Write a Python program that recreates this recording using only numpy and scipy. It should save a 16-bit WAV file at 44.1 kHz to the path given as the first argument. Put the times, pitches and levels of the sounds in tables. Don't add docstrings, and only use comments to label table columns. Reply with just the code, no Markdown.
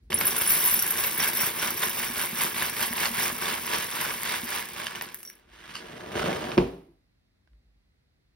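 import sys
import numpy as np
from scipy import signal
from scipy.fft import rfft, irfft, next_fast_len
from scipy.io import wavfile
from scipy.ndimage import uniform_filter1d

SR = 44100
rng = np.random.default_rng(int(sys.argv[2]) if len(sys.argv) > 2 else 0)


def generate_wav(sig):
    pcm = np.round(np.clip(np.atleast_2d(sig).T, -1, 1) * 32767).astype(np.int16)
    wavfile.write(sys.argv[1], SR, pcm)


N = 368279
TIME = np.arange(N) / SR
LEFT_RIGHT = np.array([[1], [-1]])

# time_s, sliding_db in the box, landing_db on the heap
STREAM = [(0.103, -38, -57), (0.28, -32, -38), (0.72, -33, -35), (1.55, -38, -45.5), (2.9, -37, -43),
          (4.45, -39.5, -45), (5.08, -44, -62), (5.2, -57.5, -56), (5.31, -62, -63), (5.4, -68, -77)]
# freq_hz, gain_db
SLIDE = [(200, -16), (450, -7), (630, -6.5), (730, -7), (860, 5), (1100, 3.5), (1330, -7), (1600, -2.5),
         (2200, 0.4), (2900, -2), (4000, -8), (5000, -7.5), (6200, -9.5), (9000, -12), (16000, -28)]
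# freq_hz, gain_db
LANDING = [(400, -29.5), (1500, -3.5), (4000, -12), (6300, -6.5), (9500, 0), (12500, 4.5), (15500, -1)]
# freq_hz, gain_db
CARDBOARD = [(25, -32.5), (50, -8.5), (90, 1), (200, 1), (350, 1), (520, -0.5), (900, -14.5), (3000, -50.5)]
# freq_hz, gain_db
CRACK = [(300, -13), (900, -9), (2400, 7), (3800, -8.5), (5300, -4), (8000, -26), (16000, -44.5)]
# freq_hz, gain_db
SCATTER = [(60, -28), (250, -17), (600, -8), (1000, -9), (1700, -12), (2800, -5.5), (5000, -8), (7000, -16),
           (16000, -14)]


def from_db(db):
    return 10 ** (np.asarray(db) / 20)


def rms_one(x):
    return x / np.sqrt(np.mean(x ** 2) + 1e-20)


def gains(rows):
    times, *columns_db = np.transpose(rows)
    gate_times = [times[0] - .003, times[0], times[-1], times[-1] + .01]
    gate = np.interp(TIME, gate_times, [0, 1, 1, 0])
    return [gate * from_db(np.interp(TIME, times, db)) for db in columns_db]


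def at_hz(points, hz):
    freq_hz, value = np.transpose(points)
    return np.interp(np.log(hz + 1), np.log(freq_hz), value)


def convolve(x, response):
    per_channel = response.reshape((1,) * (x.ndim - 1) + (-1,))
    return signal.oaconvolve(x, per_channel, axes=-1)[..., :N]


def colour(x, spectrum, size=8192):
    curve_db = at_hz(spectrum, np.fft.rfftfreq(size, 1 / SR))
    cepstrum = irfft(np.log(from_db(curve_db)))
    cepstrum[1:size // 2] *= 2
    cepstrum[size // 2 + 1:] = 0
    return convolve(x, irfft(np.exp(rfft(cepstrum))))


def ring(clicks, hz, t60):
    decay = from_db(-60 / (t60 * SR))
    angle = 2 * np.pi * hz / SR
    return signal.lfilter([0, np.sin(angle)], [1, -2 * decay * np.cos(angle), decay * decay], clicks + 1e-18)


def burst(t60, size=1024):
    puff = rng.standard_normal(size) * from_db(-60 * TIME[:size] / t60)
    return puff / np.linalg.norm(puff)


def struck(start, attack_s, db_per_s):
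    age = TIME - start
    return np.clip(1 + age / attack_s, 0, 1) * from_db(-db_per_s * np.maximum(age, 0))


def clicks_at(times, db):
    return np.bincount(np.round(np.asarray(times) * SR).astype(int), from_db(db), N)


def collisions(per_s, spread_db, clump_db):
    clumps = rms_one(uniform_filter1d(rng.standard_normal(N), size=500))
    sizes_db = spread_db * np.minimum(rng.exponential(1, N), 4) + clump_db * clumps
    happens = rng.random(N) < per_s / SR
    clicks = from_db(sizes_db) * rng.choice([-1, 1], N) * happens
    local_power = np.abs(uniform_filter1d(clicks ** 2, size=2600))
    return clicks / np.sqrt(local_power + 1e-6)


def crunch(clicks, t60, count=32):
    at = np.flatnonzero(clicks)
    piece = rng.integers(0, count, N)[at]
    shapes = np.array([[burst(t60, size=300) for _ in range(count)] for _ in range(2)])
    where = (at[:, None] + np.arange(shapes.shape[-1])).ravel()
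    mid, side = [np.bincount(where, (clicks[at, None] * s[piece]).ravel(), N)[:N] for s in shapes]
    return mid + colour(side, SCATTER) * LEFT_RIGHT


def rattle(spectrum, per_s, spread_db, clump_db, t60):
    contacts = collisions(per_s, spread_db, clump_db)
    return rms_one(colour(crunch(contacts, t60), spectrum))


def pieces(per_s, cycles, low_hz, high_hz, spread_db, clump_db, count=40):
    knocks = collisions(per_s, spread_db, clump_db)
    piece = rng.integers(0, count, N)
    pitches = np.geomspace(low_hz, high_hz, count)
    return rms_one(sum(ring(knocks * (piece == k), hz, cycles / hz) for k, hz in enumerate(pitches)))


def piece_knocks(times, levels_db, pitches, size=4096):
    # pitch_ratio (multiple of its pitch), level_db
    piece_modes = [(.58, -8.5), (1, 0.5), (1.47, -8.5)]
    cycles = 25
    age = TIME[:size]
    out = np.zeros(N)
    for start, db, hz in zip(times, levels_db, pitches):
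        dying = from_db(db - 60 * age * hz / cycles)
        tone = sum(from_db(mode_db) * np.sin(2 * np.pi * hz * ratio * age) for ratio, mode_db in piece_modes)
        first = round(start * SR)
        out[first:first + size] += dying * tone
    return out


def flow():
    # peak_s, length_s, sliding_db, landing_db
    shakes = [(0.534, 0.17, -33, -35), (0.67, 0.16, -35, -35.5), (1.023, 0.28, -33.5, -40.5),
              (1.248, 0.2, -29.5, -36), (1.43, 0.24, -30.5, -34), (1.642, 0.26, -31.5, -39.5),
              (1.844, 0.26, -34.5, -39), (2.016, 0.22, -32, -38.5), (2.209, 0.18, -31, -37.5),
              (2.425, 0.19, -29, -37.5), (2.623, 0.23, -30, -41), (2.822, 0.17, -30, -37.5),
              (3.02, 0.18, -27.5, -39), (3.225, 0.23, -27.5, -36), (3.491, 0.25, -28.5, -44.5),
              (3.761, 0.28, -29.5, -45), (4.035, 0.37, -31, -45), (4.311, 0.25, -28.5, -50),
              (4.549, 0.23, -30.5, -43.5), (4.815, 0.21, -36, -53), (4.96, 0.35, -40.5, -73)]
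    surge_shape = 1.6
    power = np.square(gains(STREAM))
    for peak, length, *levels_db in shakes:
        hump = np.maximum(1 - (2 * (TIME - peak) / length) ** 2, 0) ** surge_shape
        power += np.outer(from_db(levels_db), hump) ** 2
    return np.sqrt(power)


def pour(sliding, landing):
    # start_s, slap_db, scatter_db on the heap
    loose_clumps = [(0.212, -25.5, -38), (0.2767, -31, -36), (0.414, -27, -40.5), (0.6892, -32, -33),
                    (1.0359, -30.5, -48), (1.199, -25.5, -38), (1.227, -25.5, -41.5), (1.62, -24.5, -47),
                    (1.684, -29, -45), (1.8235, -21, -42), (2.415, -31, -28.5), (2.5834, -32.5, -40),
                    (2.829, -26.5, -45), (3.0329, -32, -39), (3.055, -25, -39), (3.4345, -32.5, -38),
                    (3.736, -22.5, -44.5), (4.0082, -36, -35)]
    # start_s, relative_level_db, pitch_hz
    drum_hits = [(1.842, -30, 405), (2.099, -24, 257), (2.329, -25.5, 208), (2.908, -23.5, 250),
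                 (3.107, -25.5, 225), (3.219, -27, 336), (3.325, -27, 256), (4.433, -24, 260)]
    box_flow = np.sqrt(sliding / sliding.max())
    heap_flow = landing / landing.max()
    slaps, scatters = sum(np.outer(from_db(db), struck(start, attack_s=0.0071, db_per_s=519.5))
                          for start, *db in loose_clumps)

    scrape = rattle(SLIDE, per_s=1500 * box_flow, spread_db=1.0, clump_db=0.9, t60=0.011)
    large = pieces(per_s=180, cycles=29, low_hz=1270, high_hz=4570, spread_db=2.0, clump_db=-5.0)
    chips = pieces(per_s=650, cycles=12, low_hz=960, high_hz=5630, spread_db=2.0, clump_db=1.0)
    clatter = from_db(-1) * scrape + from_db(-8.5) * large + from_db(-5.5) * chips
    in_box = from_db(-3.0) * np.hypot(sliding, slaps) * clatter

    ticks = rattle(LANDING, per_s=60 + 1800 * heap_flow, spread_db=3.8, clump_db=0.6, t60=.002)
    on_heap = from_db(6.5) * np.hypot(landing, scatters) * ticks

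    drumming = rattle(CARDBOARD, per_s=500, spread_db=3.0, clump_db=-1.5, t60=0.0098)
    cardboard = wall_rumble(sliding) * drumming
    drums = sum(ring(clicks_at([start], [db - 4.5]), hz, t60=0.053) for start, db, hz in drum_hits)
    return in_box + on_heap + cardboard + drums


def wall_rumble(sliding):
    lighter_db = -3 * np.maximum(TIME - 3.5, 0)
    flow_share = 0.44
    carried = from_db(-43.5 + lighter_db) * (sliding / sliding.max()) ** flow_share
    tilt = from_db(-37.5) * struck(STREAM[0][0], attack_s=0.0026, db_per_s=27.5)
    return np.hypot(carried, tilt)


def bowl(landing):
    # start_s, relative_level_db, spot_hz (pitch the struck spot favours)
    pings = [(0.1423, -12, 10050), (0.177, -27, 5670), (0.1874, -22, 12000), (0.205, -21.5, 12000),
             (0.254, -18, 12000), (0.2682, -14, 10050), (0.31, -25.5, 5670), (0.4187, -15, 11000),
             (0.475, -15, 10050), (0.5043, -23, 13600), (0.5188, -15, 12500), (0.652, -16, 12500),
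             (0.674, -18.5, 10050), (0.7404, -12.5, 12500), (0.907, -18.5, 12000), (0.9814, -25.5, 5670),
             (1.061, -23, 12000), (1.204, -21, 5670), (1.3712, -31, 5670), (1.391, -25, 5670),
             (1.438, -30.5, 5670), (1.596, -25.5, 5670), (1.8347, -24, 12000), (3.236, -25, 5670),
             (3.7526, -29, 5670), (5.2297, -50, 5670), (5.252, -36, 5670), (5.2753, -33.5, 5670),
             (5.299, -44, 5670)]
    # freq_hz, level_db, t60_s, shield_db_per_s (patter lost as the heap grows)
    bowl_modes = [(3736, -15, .1, 1), (5670, -2.5, .075, 1.1), (10047, -.5, .075, 6), (11966, 1, .07, 4),
                  (12316, -3, .07, 4), (12504, -6, .07, 4), (14114, -11, .05, 3), (15489, -6.5, .06, 3.3)]
    spot_width_oct, off_spot_db = 0.23, -15.5
    patter_tilt = 1.4
    twin_split = 0.0016
    times, strength_db, spot_hz = np.transpose(pings)
    patter = from_db(-14.5) * landing * collisions(per_s=70.5, spread_db=-0.5, clump_db=-1.0)
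    out = np.zeros(N)
    for hz, level_db, t60, shield_db_per_s in bowl_modes:
        widths_away = np.log2(hz / spot_hz) / spot_width_oct
        off_spot = np.log2(1 + widths_away ** 2) ** .5
        hits = clicks_at(times, strength_db + level_db + off_spot_db * off_spot + 1.5)
        bright_patter = patter * (hz / 12000) ** patter_tilt * rng.standard_normal(N)
        light = bright_patter * from_db(level_db - shield_db_per_s * TIME)
        share = rng.uniform(.2, .8, N)
        out += ring((hits + light) * share, hz * (1 - twin_split / 2), t60)
        out += ring((hits + light) * (1 - share), hz * (1 + twin_split / 2), t60)
    return out


def clacks():
    # start_s, ring_db, relative edge_db, pitch_hz
    clack_hits = [(0.1213, -22, -40, 2200), (0.129, -18.5, -36, 3000), (0.212, -17.5, -27, 2220),
                  (1.333, -24, -29, 4930), (1.6314, -20, -36, 1540), (1.825, -26, -36, 2310),
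                  (1.872, -22, -34, 5500), (2.623, -21, -27, 1800), (2.794, -25.5, -30, 1500),
                  (2.929, -25.5, -36, 1870), (3.0563, -15, -38, 4330), (3.301, -22.5, -38, 1170),
                  (3.735, -22.5, -40, 1740), (4.233, -26.5, -25, 2100), (4.799, -27.5, -38, 1060),
                  (4.8685, -19.5, -40, 3100), (4.957, -25, -38, 2950), (5.0118, -25, -34, 1900),
                  (5.023, -30, -30, 1680), (5.1449, -40, -28, 1920), (5.23, -49, -37, 1300),
                  (5.2505, -46, -39, 2150), (5.275, -47, -43, 2170), (5.3, -48, -37, 2200)]
    times, ring_db, edge_db, pitches = np.transpose(clack_hits)
    body = from_db(19.5) * colour(crunch(clicks_at(times, ring_db), t60=.009), SLIDE)
    edge = colour(crunch(clicks_at(times, edge_db + 21), t60=.004), LANDING)
    return piece_knocks(times, ring_db, pitches) + body + edge


def tip_back():
    # time_s, relative sliding_db, relative thudding_db
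    tip_levels = [(5.3, -60.5, -80), (5.47, -66.5, -64), (5.53, -53, -68), (5.63, -48, -64),
                  (5.73, -43, -64), (5.804, -45.5, -49.5), (5.95, -46, -46), (6.104, -44.5, -41.5),
                  (6.178, -31.5, -31.5), (6.296, -33, -29), (6.346, -36, -32), (6.56, -40.5, -38.5)]
    # freq_hz, gain_db
    slide_back = [(150, -5.5), (450, -6), (650, -12), (750, -11), (900, -1), (1100, -3.5), (1500, -4.5),
                  (2000, -5.5), (2700, -6), (4000, -11.5), (6000, -18), (10000, -23), (16000, -30.5)]
    # freq_hz, gain_db
    thud_colour = [(25, -42), (55, -13), (110, -2.5), (200, -3.5), (330, 0.5), (520, -2.5), (900, -4),
                   (3000, -37.5)]
    sliding, thudding = gains(tip_levels)
    slide = rattle(slide_back, per_s=2200, spread_db=2.0, clump_db=1.5, t60=0.006)
    thud = rattle(thud_colour, per_s=490, spread_db=0.5, clump_db=-1.0, t60=0.0067)
    return from_db(-1.0) * sliding * slide + from_db(0.5) * thudding * thud


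def drops():
    # start_s, relative crack_db, relative thud_db, ring_db, pitch_hz
    drop_hits = [(6.154, -28.5, -22.5, -27.5, 700), (6.1945, -23, -35, -20.5, 1460),
                 (6.229, -24.5, -25.5, -19.5, 1380), (6.276, -31, -26, -24, 960),
                 (6.294, -31, -16.5, -27, 620), (6.33, -26, -27.5, -27, 1500),
                 (6.442, -24.5, -29, -27, 700), (6.518, -27, -36.5, -25, 2500)]
    times, crack_db, thud_db, ring_db, pitches = np.transpose(drop_hits)
    crack = colour(crunch(clicks_at(times, crack_db + 17), t60=.006), CRACK)
    thud = colour(crunch(clicks_at(times, thud_db + 28), t60=.004), CARDBOARD)
    return crack + thud + piece_knocks(times, ring_db, pitches)


def bag():
    # start_s, level_db
    crumples = [(5.7, -44), (5.739, -47), (5.7516, -37.5), (5.756, -44), (5.777, -45), (5.786, -44)]
    # freq_hz, gain_db
    bag_colour = [(500, -22), (1100, 2.5), (2200, -3), (3000, 6), (3700, -18), (4300, 2), (5000, -1.5),
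                  (6000, -8), (9500, -9), (16000, -28)]
    folding = sum(from_db(db) * struck(start, attack_s=0.0023, db_per_s=600) for start, db in crumples)
    return folding * rattle(bag_colour, per_s=1200, spread_db=6.0, clump_db=-2.5, t60=0.007)


def set_down():
    # start_s, relative thump_db, relative crack_db
    knocks = [(6.5725, -18.5, -31.5), (6.5781, -10.5, -15.5), (6.5813, -4, -28.5), (6.584, -19, -17.5),
              (6.5868, -9.5, -31.5), (6.6146, -18, -46.5)]
    # freq_hz, level_db, t60_s
    box_modes = [(53.9, -26.5, 0.42), (186.4, -15.5, 0.045), (336, 2.5, 0.008), (401, -7, 0.035),
                 (475, -21.5, 0.034), (641, -10, 0.011), (898, -6.5, 0.015)]
    times, thump_db, crack_db = np.transpose(knocks)
    blows = clicks_at(times, thump_db)
    thump = sum(from_db(db) * ring(blows, hz, t60) for hz, db, t60 in box_modes)
    thump = signal.sosfilt(signal.butter(2, 55, "high", fs=SR, output="sos"), thump)
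    thump = signal.sosfilt(signal.butter(1, 1007, fs=SR, output="sos"), thump)
    crack = from_db(18) * colour(crunch(clicks_at(times, crack_db), t60=.007), CRACK)
    settling = from_db(-53.5) * struck(times[0], attack_s=.03, db_per_s=90)
    contents = rattle(LANDING, per_s=2000, spread_db=3.0, clump_db=1.0, t60=.004)
    return thump + crack + settling * contents


def boom():
    # freq_hz, level_db, t60_s
    counter_modes = [(177, -33.5, 0.36), (280, -32, 0.56), (382, -27.5, .38), (465, -32, 0.44)]
    # freq_hz, gain_db
    boom_colour = [(40, -14), (100, -7.5), (185, -1), (280, -3.5), (385, 1.5), (470, -7), (650, -8.5),
                   (1000, -12.5), (1500, -23.5), (2500, -23.5), (5000, -33), (16000, -52.5)]
    start_s, level_db = 6.585, -24.5
    common, own = rng.standard_normal((2, N))
    wide = common + from_db(5.0) * colour(own, SCATTER) * LEFT_RIGHT
    wash = rms_one(colour(wide, boom_colour))
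    hum = sum(ring(clicks_at([start_s], [db]), hz, t60) for hz, db, t60 in counter_modes)
    return hum + wash * from_db(level_db) * struck(start_s, attack_s=0.011, db_per_s=128)


def rocking():
    # start_s, level_db, pitch_hz
    rocks = [(6.733, -37, 385), (6.79, -44, 385), (6.826, -51, 350), (6.894, -52.5, 339)]
    low_ratio, low_db = .46, -6
    out = np.zeros(N)
    for start, db, hz in rocks:
        phase = 2 * np.pi * hz * (TIME - start)
        tone = np.sin(phase) + from_db(low_db) * np.sin(low_ratio * phase)
        out += from_db(db) * struck(start, attack_s=0.016, db_per_s=380) * tone
    return out


def taps():
    # start_s, relative_level_db
    tap_hits = [(7.4748, -32), (7.533, -40)]
    # freq_hz, gain_db
    tap_colour = [(150, -5), (700, 2), (1500, 1), (2600, -3), (4000, -15), (8000, -22), (16000, -38)]
    times, db = np.transpose(tap_hits)
    return colour(crunch(clicks_at(times, db), t60=0.015), tap_colour)


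def kitchen(x, room_t60):
    # freq_hz, gain_db
    tail_colour = [(60, -18), (200, -6), (400, 1.5), (900, -9), (3000, -9.5), (5700, -6.5), (9000, -8.5),
                   (16000, -4.5)]
    mid, side = [colour(convolve(x.mean(axis=0), burst(room_t60, size=32768)), tail_colour) for _ in range(2)]
    return mid + from_db(6.5) * colour(side, SCATTER) * LEFT_RIGHT


def background():
    # freq_hz, gain_db
    air_colour = [(20, -21.5), (50, 3), (90, -7), (200, -12), (400, -23), (900, -34.5), (2000, -29),
                  (3000, -40), (4100, -34), (6000, -41), (16000, -48)]
    # start_s, level_db
    bump_hits = [(0.039, -45.5), (5.45, -55.5), (7.53, -57.5)]
    # freq_hz, gain_db
    bump_colour = [(15, -20.5), (35, -7), (55, 4.5), (90, -16), (250, -26.5), (1000, -60.5)]
    common, own = rng.standard_normal((2, N))
    air = colour(common + from_db(12.5) * colour(own, SCATTER) * LEFT_RIGHT, air_colour)
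    bumps = sum(from_db(db) * struck(start, attack_s=0.036, db_per_s=83.5) for start, db in bump_hits)
    bump_noise = rms_one(colour(rng.standard_normal(N), bump_colour))
    return from_db(-68.5) * rms_one(air) + bumps * bump_noise


def scene():
    sliding, landing = flow()
    counter = pour(sliding, landing) + bowl(landing) + clacks() + tip_back() + drops() + bag() + taps()
    knock = set_down() * from_db(0.5 * LEFT_RIGHT / 2)
    room = kitchen(counter + from_db(-3.5) * knock, room_t60=0.17)
    return counter + knock + boom() + rocking() + room + background()


def record(dry):
    # freq_hz, lead_rad (left ahead of right)
    port_phase = [(300, 0), (600, .8), (800, 2.3), (1100, 1.3), (1600, .1), (2300, .2), (2800, 1.0),
                  (4900, .4), (5700, 1.06), (7200, 3.14), (10300, 6.28), (13550, 9.42), (16000, 12)]
    # freq_hz, balance_db (left minus right)
    port_balance = [(100, 0), (300, .5), (550, -1.5), (1000, -1.5), (1600, -.5), (2900, -3.5), (4900, -1.5),
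                    (6000, 0), (16000, 0)]
    size = next_fast_len(N + 4096)
    hz = np.fft.rfftfreq(size, 1 / SR)
    lead = np.interp(hz, *np.transpose(port_phase))
    half = LEFT_RIGHT / 2
    ports = from_db(half * at_hz(port_balance, hz)) * np.exp(1j * half * lead)
    heard = irfft(rfft(dry, size) * ports, size)[:, :N]
    heard = signal.sosfilt(signal.butter(6, 40, "high", fs=SR, output="sos"), heard)
    return signal.sosfilt(signal.ellip(12, .2, 80, 15800, fs=SR, output="sos"), heard)


dry = scene()
out = record(dry)
generate_wav(out)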